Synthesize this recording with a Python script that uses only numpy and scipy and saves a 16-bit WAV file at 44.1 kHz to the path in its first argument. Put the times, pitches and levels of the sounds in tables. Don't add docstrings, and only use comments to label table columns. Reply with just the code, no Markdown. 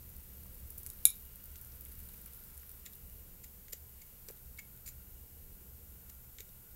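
import sys
import numpy as np
from scipy import signal
from scipy.fft import rfft, irfft
from scipy.io import wavfile
from scipy.ndimage import uniform_filter1d

SR = 44100
rng = np.random.default_rng(int(sys.argv[2]) if len(sys.argv) > 2 else 0)


def convert_level_to_amplitude(level_db):
    exponent = np.asarray(level_db, float) / 20
    return 10 ** exponent


def generate_wav(sig):
    pcm = np.round(np.clip(np.atleast_2d(sig).T, -1, 1) * 32767).astype(np.int16)
    wavfile.write(sys.argv[1], SR, pcm)


N = 297675
T = np.arange(N) / SR

# start in seconds, peak in dB before echoes.
BUBBLE_POPS = [(0.0283, -46), (0.0912, -40), (0.165, -38), (0.2369, -47), (0.2733, -53), (.3481, -49),
               (0.401, -46), (0.4337, -39), (0.5457, -40), (.5821, -47), (.598, -44), (0.7033, -34),
               (0.7778, -34), (0.7812, -31), (0.8315, -35), (.9105, -46), (0.9338, -42), (1.0056, -44),
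               (1.1558, -42), (1.1962, -43), (1.251, -36), (1.3568, -38.5), (1.4057, -45), (1.439, -34.5),
               (1.456, -38), (1.5656, -40), (1.6127, -33), (1.6477, -36), (1.67, -44), (1.715, -51),
               (1.7374, -45), (1.749, -43.5), (1.809, -33), (1.8506, -35.5), (1.884, -40), (1.916, -41),
               (1.922, -38), (1.972, -42), (1.9909, -37), (2.002, -38), (2.0433, -49), (2.0877, -38.5),
               (2.137, -42), (2.2139, -39), (2.2598, -35), (2.334, -37.5), (2.3461, -42), (2.576, -38),
               (2.693, -36), (2.7147, -41), (2.8544, -41), (3.0974, -42), (4.3090, -40)]
# time in seconds, level in dB.
FIZZ_COURSE = [(0, -60), (.6, -59.5), (.95, -57.5), (1.4, -59), (2.0, -57.5), (2.6, -58), (3.1, -62),
               (3.7, -65), (4.1, -62), (4.5, -66), (5.5, -68), (6.75, -67)]
# frequency in Hz, relative density in dB per Hz.
FIZZ_SPECTRUM = [(2500, -42), (3500, -26), (6200, -21), (8500, -14), (10700, -9), (12800, 0), (14500, -2),
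                 (15700, -5)]
# frequency in Hz, relative density in dB per Hz.
MURMUR_SPECTRUM = [(500, -30), (900, -4), (1400, 0), (3000, -3), (6000, -4), (8000, -30)]
# start in seconds, drive in dB, share of modes up to 3 kHz in dB,
# share of modes above 8.5 kHz in dB, fall time constant in ms.
STICK_CLACKS = [(0.9007, -55, -16, 16, 0.88), (1.0527, -24, -5.5, 5.5, 1.6), (1.1021, -53, -14, 21, 1.0)]
# frequency in Hz, width in Hz, relative level in dB.
STICK_MODES = [(1300, 310, -15.5), (1595, 480, -15), (2360, 190, -5), (2930, 1500, -8), (3890, 250, -3.5),
               (4300, 700, -8.5), (5040, 460, -6), (5700, 500, -12), (6736, 270, -1), (7090, 130, -1),
               (7800, 950, -8.5), (9700, 450, -9), (10600, 600, -6.5), (11000, 500, 2.5),
               (12400, 650, -6.5), (14000, 620, -5), (15100, 1000, -8)]
# start in seconds, drive in dB, share of modes up to 3 kHz in dB,
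# share of modes above 8.5 kHz in dB, fall time constant in ms.
TIP_TOUCHES = [(2.8622, -43.5, -20, 4, 0.84), (2.9344, -58, -22, 14, 1), (3.6825, -57.5, -9, -2, 2.1),
               (3.733, -41.5, -13, -4, 0.76), (4.2860, -39, -33, 3, 0.55), (4.372, -61, -24, 12, 1.4),
               (4.576, -56, -20, 11, 1.1), (4.775, -61.5, -19, 15, 0.85), (4.877, -55.5, -5, 16, 1.1),
               (6.3846, -51.5, -11.5, -14, 3.3), (6.405, -45, -18, 1, 1.2), (6.49, -61.5, -33, 7, 2.6)]
# frequency in Hz, width in Hz, relative level in dB.
NOODLE_MODES = [(1600, 910, -1), (2140, 950, 12), (3660, 400, -4.5), (5700, 1500, -1), (7430, 620, 0.5),
                (9540, 1100, -8), (11420, 1000, -10), (13700, 1100, -1), (14700, 1000, -15)]
# start in seconds, drive in dB, share of modes up to 3 kHz in dB,
# rise in ms, fall time constant in ms.
TIP_SCUFFS = [(2.851, -53, -7, 11, 10), (3.432, -50.5, -12.5, 12, 3.9), (3.721, -42, -15, 11.5, 3.9),
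              (4.012, -54, -20, 8, 4.1), (4.287, -51.5, -11, 1.1, 6.8), (4.583, -48, -7, 10.2, 3.9),
              (4.857, -50.5, -16.5, 4.8, 22), (4.868, -48.5, -19, 21, 4.7), (6.09, -52.5, -13.5, 9.8, 3.9),
              (6.388, -54, -13.5, 19, 8.2)]
# frequency in Hz, width in Hz, relative level in dB.
RUBBED_MODES = [(1580, 1900, 3), (2220, 1060, 11.5), (4580, 1050, -4.5), (5650, 1200, -3.5), (7160, 360, 2),
                (9320, 750, -7.5), (11600, 920, -3.5), (13900, 550, 0), (15300, 1200, -5)]
# start in seconds, level in dB before roughness, pitch in Hz, T60 in seconds.
STICK_SQUEAKS = [(4.012, -59, 2200, 0.04), (4.584, -49, 2202, 0.032)]
# start in seconds, level in dB, pitch in Hz, T60 in seconds.
BLOCK_BUMPS = [(3.732, -47, 455, 0.0096), (4.285, -50, 450, 0.016), (4.3009, -43.5, 468, 0.0079),
               (6.401, -54.5, 424, 0.03)]
# start in seconds, peak in dB before echoes,
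# lowest frequency in Hz, highest frequency in Hz, fall time constant in ms before filtering.
DRY_TICKS = [(.457, -53, 400, 1500, 1.8), (.8565, -45, 2200, 14000, .6), (.8641, -23, 8600, 16900, 0.5),
             (0.8643, -41, 1500, 5000, .6), (.8702, -32, 9500, 15000, 1.3), (.885, -50, 4000, 9000, 0.89),
             (.8908, -42, 7000, 14500, 1.3), (1.5578, -39, 1800, 9000, 0.67), (1.721, -47, 4300, 6500, .5),
             (1.859, -52, 1500, 3500, 1.2), (1.921, -48, 1200, 9000, .8), (3.7325, -49, 400, 1600, 2.5),
             (4.2858, -53, 500, 1800, 1.5), (4.301, -50, 500, 1700, 1.2), (4.478, -50, 3500, 12000, .6),
             (2.0927, -51, 900, 3500, .8), (2.1427, -48, 900, 5200, 0.89), (2.264, -53, 1100, 2210, 1.2),
             (2.28, -52, 1090, 3620, 1.3), (2.598, -51, 6000, 7500, 0.87), (2.633, -51, 1100, 3500, 0.7)]
# multiple of the fundamental, level in dB rms.
WHINE_PARTIALS = [(22, -85), (23, -80), (24, -85), (25, -86), (26, -85), (27, -80), (28, -86), (30, -81),
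                  (31, -84), (32, -82), (33, -82), (34, -85), (35, -84), (36, -82), (37, -79), (38, -82),
                  (39, -81), (40, -71), (41, -72), (42, -66), (43, -69), (44, -75), (45, -76), (46, -70),
                  (47, -73), (48, -71), (49, -73), (50, -75), (51, -75)]
# centre in Hz, width in Hz, level in dB rms before wavering.
FAN_NOISE_BANDS = [(1437, 220, -81), (2860, 87, -84.5)]
# frequency in Hz, relative density in dB per Hz.
RUMBLE_SPECTRUM = [(12, -33), (20, -2.5), (37, -3), (50, -9.5), (69, 2.5), (81, -4.5), (97, -17.5),
                   (120, -7.5), (155, -20.5), (180, -13), (250, -23), (318, -27), (400, -24.5),
                   (520, -25.5), (700, -45.5), (1500, -99)]
# frequency in Hz, relative density in dB per Hz.
AIR_SPECTRUM = [(350, -25), (600, -2), (900, -2.5), (1460, -10), (2260, -7.5), (3500, -12.5), (4770, -11),
                (6500, -5.5), (8450, -40)]
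# frequency in Hz, relative density in dB per Hz.
HISS_SPECTRUM = [(4500, -12.5), (6300, -14), (7000, -7.5), (8300, -3.5), (10300, -4), (12800, 3.5),
                 (15700, 0)]


def colour(x, points):
    hz, db = np.transpose(points)
    f = np.arange(N // 2 + 1) * SR / N + 1
    gain = convert_level_to_amplitude(np.interp(np.log(f), np.log(hz), db))
    return irfft(rfft(x) * gain, N)


def level(x, db):
    return x * convert_level_to_amplitude(db) / np.sqrt(np.mean(x ** 2))


def walk(rate):
    k = int(SR / rate)
    steps = np.repeat(rng.standard_normal(N // k + 1), k)
    steps = uniform_filter1d(uniform_filter1d(steps, k), k)[:N]
    return steps / steps.std()


def add(track, s, burst):
    i = int(s * SR)
    track[i:i + len(burst)] += burst[:N - i]


def pops(count=220):
    out, t = np.zeros(N), T[:900]
    prominent = np.array(BUBBLE_POPS)
    small = np.c_[2.8 * rng.random(count), -48.5 + rng.standard_normal(count)]
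    delay_s = 0.014 * (.5 + rng.random(len(prominent)))
    change_db = -11 + 2 * rng.standard_normal(len(prominent))
    after = prominent + np.c_[delay_s, change_db]
    for s, db in [*small, *prominent, *after]:
        hz = 13600 + 1200 * np.clip(rng.standard_normal(), -2, 2)
        shape = np.minimum(t / .0004, np.exp(-t / .0022))
        spit = rng.standard_normal(len(t)) * shape
        b, a = signal.iirpeak(hz, 2.2, SR)
        spit = signal.lfilter(b, a, signal.lfilter(b, a, spit))
        add(out, s, convert_level_to_amplitude(db) * spit / np.abs(spit).max())
    return out


def fizz(per_s=320.0, steam_db=-2.0):
    starts = rng.random(N) < per_s / SR
    sizes = starts * convert_level_to_amplitude(3.5 * np.minimum(rng.exponential(size=N), 3.6))
    puffs = signal.lfilter([1], [1, -np.exp(-1 / (.0006 * SR))], sizes)
    flurries = convert_level_to_amplitude(4.5 * walk(25.07))
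    bursts = level(puffs * rng.standard_normal(N) * flurries, 0)
    steam = level(rng.standard_normal(N), steam_db)
    bright = level(colour(bursts + steam, FIZZ_SPECTRUM), 0)
    murmur = level(colour(rng.standard_normal(N), MURMUR_SPECTRUM), -13)
    return (bright + murmur) * convert_level_to_amplitude(np.interp(T, *np.transpose(FIZZ_COURSE)))


def contact(events, modes, ring_db, click):
    push, t = np.zeros((3, N)), 1000 * T[:6000]
    for s, db, low_db, high_db, rise, fall in events:
        decay = np.exp(-np.maximum(t - rise, 0) / max(fall, .1))
        shape = np.minimum(t / max(rise, .05), decay)
        burst = shape * rng.standard_normal(len(t))
        burst[shape.argmax()] += click * np.sqrt(np.sum(shape ** 2))
        burst = convert_level_to_amplitude(db) * burst
        for track, share_db in zip(push, (low_db, 0, high_db)):
            add(track, s, convert_level_to_amplitude(share_db) * burst)
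    out = 0
    for k, (hz, width, db) in enumerate(modes):
        part = int(hz > 3000) + int(hz > 8500)
        gain = (-1) ** k * convert_level_to_amplitude(db + ring_db) * np.sqrt(1000 / width)
        b, a = signal.iirpeak(hz, hz / width, SR)
        ring = signal.lfilter(b, a, push[part])
        if part == 0:
            ring = signal.lfilter(b, a, ring)
        out = out + gain * ring
    return out


def thin_wood(x):
    return signal.sosfilt(signal.butter(4, 1050, "high", fs=SR, output="sos"), x)


def stick_clacks():
    events = [(*row, .55 * fall, fall) for *row, fall in STICK_CLACKS]
    return thin_wood(contact(events, STICK_MODES, ring_db=14.0, click=1.1))


def tip_contacts():
    touches = [(*row, 0.2, fall) for *row, fall in TIP_TOUCHES]
    scuffs = [(s, db, low_db, 4.5, rise, fall) for s, db, low_db, rise, fall in TIP_SCUFFS]
    taps = contact(touches, NOODLE_MODES, ring_db=13.0, click=0.52)
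    slides = contact(scuffs, RUBBED_MODES, ring_db=7.0, click=0)
    return thin_wood(taps + slides)


def rings(events, rise_s, rough):
    out, t = np.zeros(N), T[:4000]
    for s, db, hz, t60 in events:
        decay = convert_level_to_amplitude(-60 * np.maximum(t - rise_s, 0) / t60)
        shape = np.minimum(np.sqrt(t / rise_s), decay)
        add(out, s, -convert_level_to_amplitude(db) * shape * np.sin(2 * np.pi * hz * t))
    return out * (1 + rough * walk(500))


def ticks():
    out, t = np.zeros(N), 1000 * T[:900]
    for s, db, low_hz, high_hz, fall in DRY_TICKS:
        burst = rng.standard_normal(len(t)) * np.exp(-t / max(fall, .1))
        burst[0] += 3.0
        band = signal.butter(2, (low_hz, high_hz), "band", fs=SR, output="sos")
        burst = signal.sosfilt(band, burst)
        add(out, s, convert_level_to_amplitude(db) * burst / np.abs(burst).max())
    return out


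def kitchen(x, wet_db, t60):
    t = T[:int(.4 * SR)]
    noise = rng.standard_normal(len(t))
    low = signal.sosfiltfilt(signal.butter(2, 6000, fs=SR, output="sos"), noise)
    treble = noise - low
    tail = low * convert_level_to_amplitude(-60 * t / t60) + treble * convert_level_to_amplitude(-60 * t / (t60 * 0.61))
    tail = tail * np.minimum(t / 0.0044, 1)
    echoes = signal.fftconvolve(x, convert_level_to_amplitude(wet_db) * tail / np.sqrt(np.sum(tail ** 2)))[:N]
    return x + echoes


def whine():
    fundamental_hz, start_s = 307.22, 0.0001
    k, db = np.transpose(WHINE_PARTIALS)
    multiples = np.round(k).astype(int)
    log_gain = np.log(convert_level_to_amplitude(np.interp(np.arange(129), multiples, db, -110, -100)))
    cepstrum = irfft(log_gain)
    cepstrum[1:128] *= 2
    cepstrum[129:] = 0
    lines = np.sqrt(2) * np.exp(rfft(cepstrum))
    turn = 2 * np.pi * fundamental_hz * (T - start_s)
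    return sum(abs(lines[m]) * np.cos(m * turn + np.angle(lines[m])) for m in multiples)


def fan(waver_db=-3.0):
    out = 0
    for hz, width, db in FAN_NOISE_BANDS:
        b, a = signal.iirpeak(hz, hz / width, SR)
        band = signal.lfilter(b, a, signal.lfilter(b, a, rng.standard_normal(N)))
        out = out + level(band, db) * convert_level_to_amplitude(waver_db * walk(3.87))
    return out


def rumble():
    start_db, fade_db_per_s, waver_db = -54, 0.31, 1.17
    noise = level(colour(rng.standard_normal(N), RUMBLE_SPECTRUM), 0)
    return noise * convert_level_to_amplitude(start_db - fade_db_per_s * T + waver_db * walk(2.4))


def room_air():
    return level(colour(rng.standard_normal(N), AIR_SPECTRUM), -72.5)


def microphone_hiss():
    return level(colour(rng.standard_normal(N), HISS_SPECTRUM), -59)


def scene():
    squeaks = rings(STICK_SQUEAKS, rise_s=0.0074, rough=0.96)
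    bumps = rings(BLOCK_BUMPS, rise_s=0.0042, rough=0)
    pan = kitchen(pops() + tip_contacts() + squeaks + ticks(), wet_db=-11.0, t60=.18)
    hand = kitchen(stick_clacks(), wet_db=-7.0, t60=0.21)
    background = whine() + fan() + rumble() + room_air() + microphone_hiss()
    return (pan + fizz() + hand + bumps + background)[None]


def low_pass(x):
    return signal.sosfilt(signal.butter(12, 16840, fs=SR, output="sos"), x)


def record(dry):
    top = signal.ellip(10, .2, 60, 15780, fs=SR, output="sos")
    return low_pass(signal.sosfilt(top, dry))


dry = scene()
out = record(dry)
generate_wav(out)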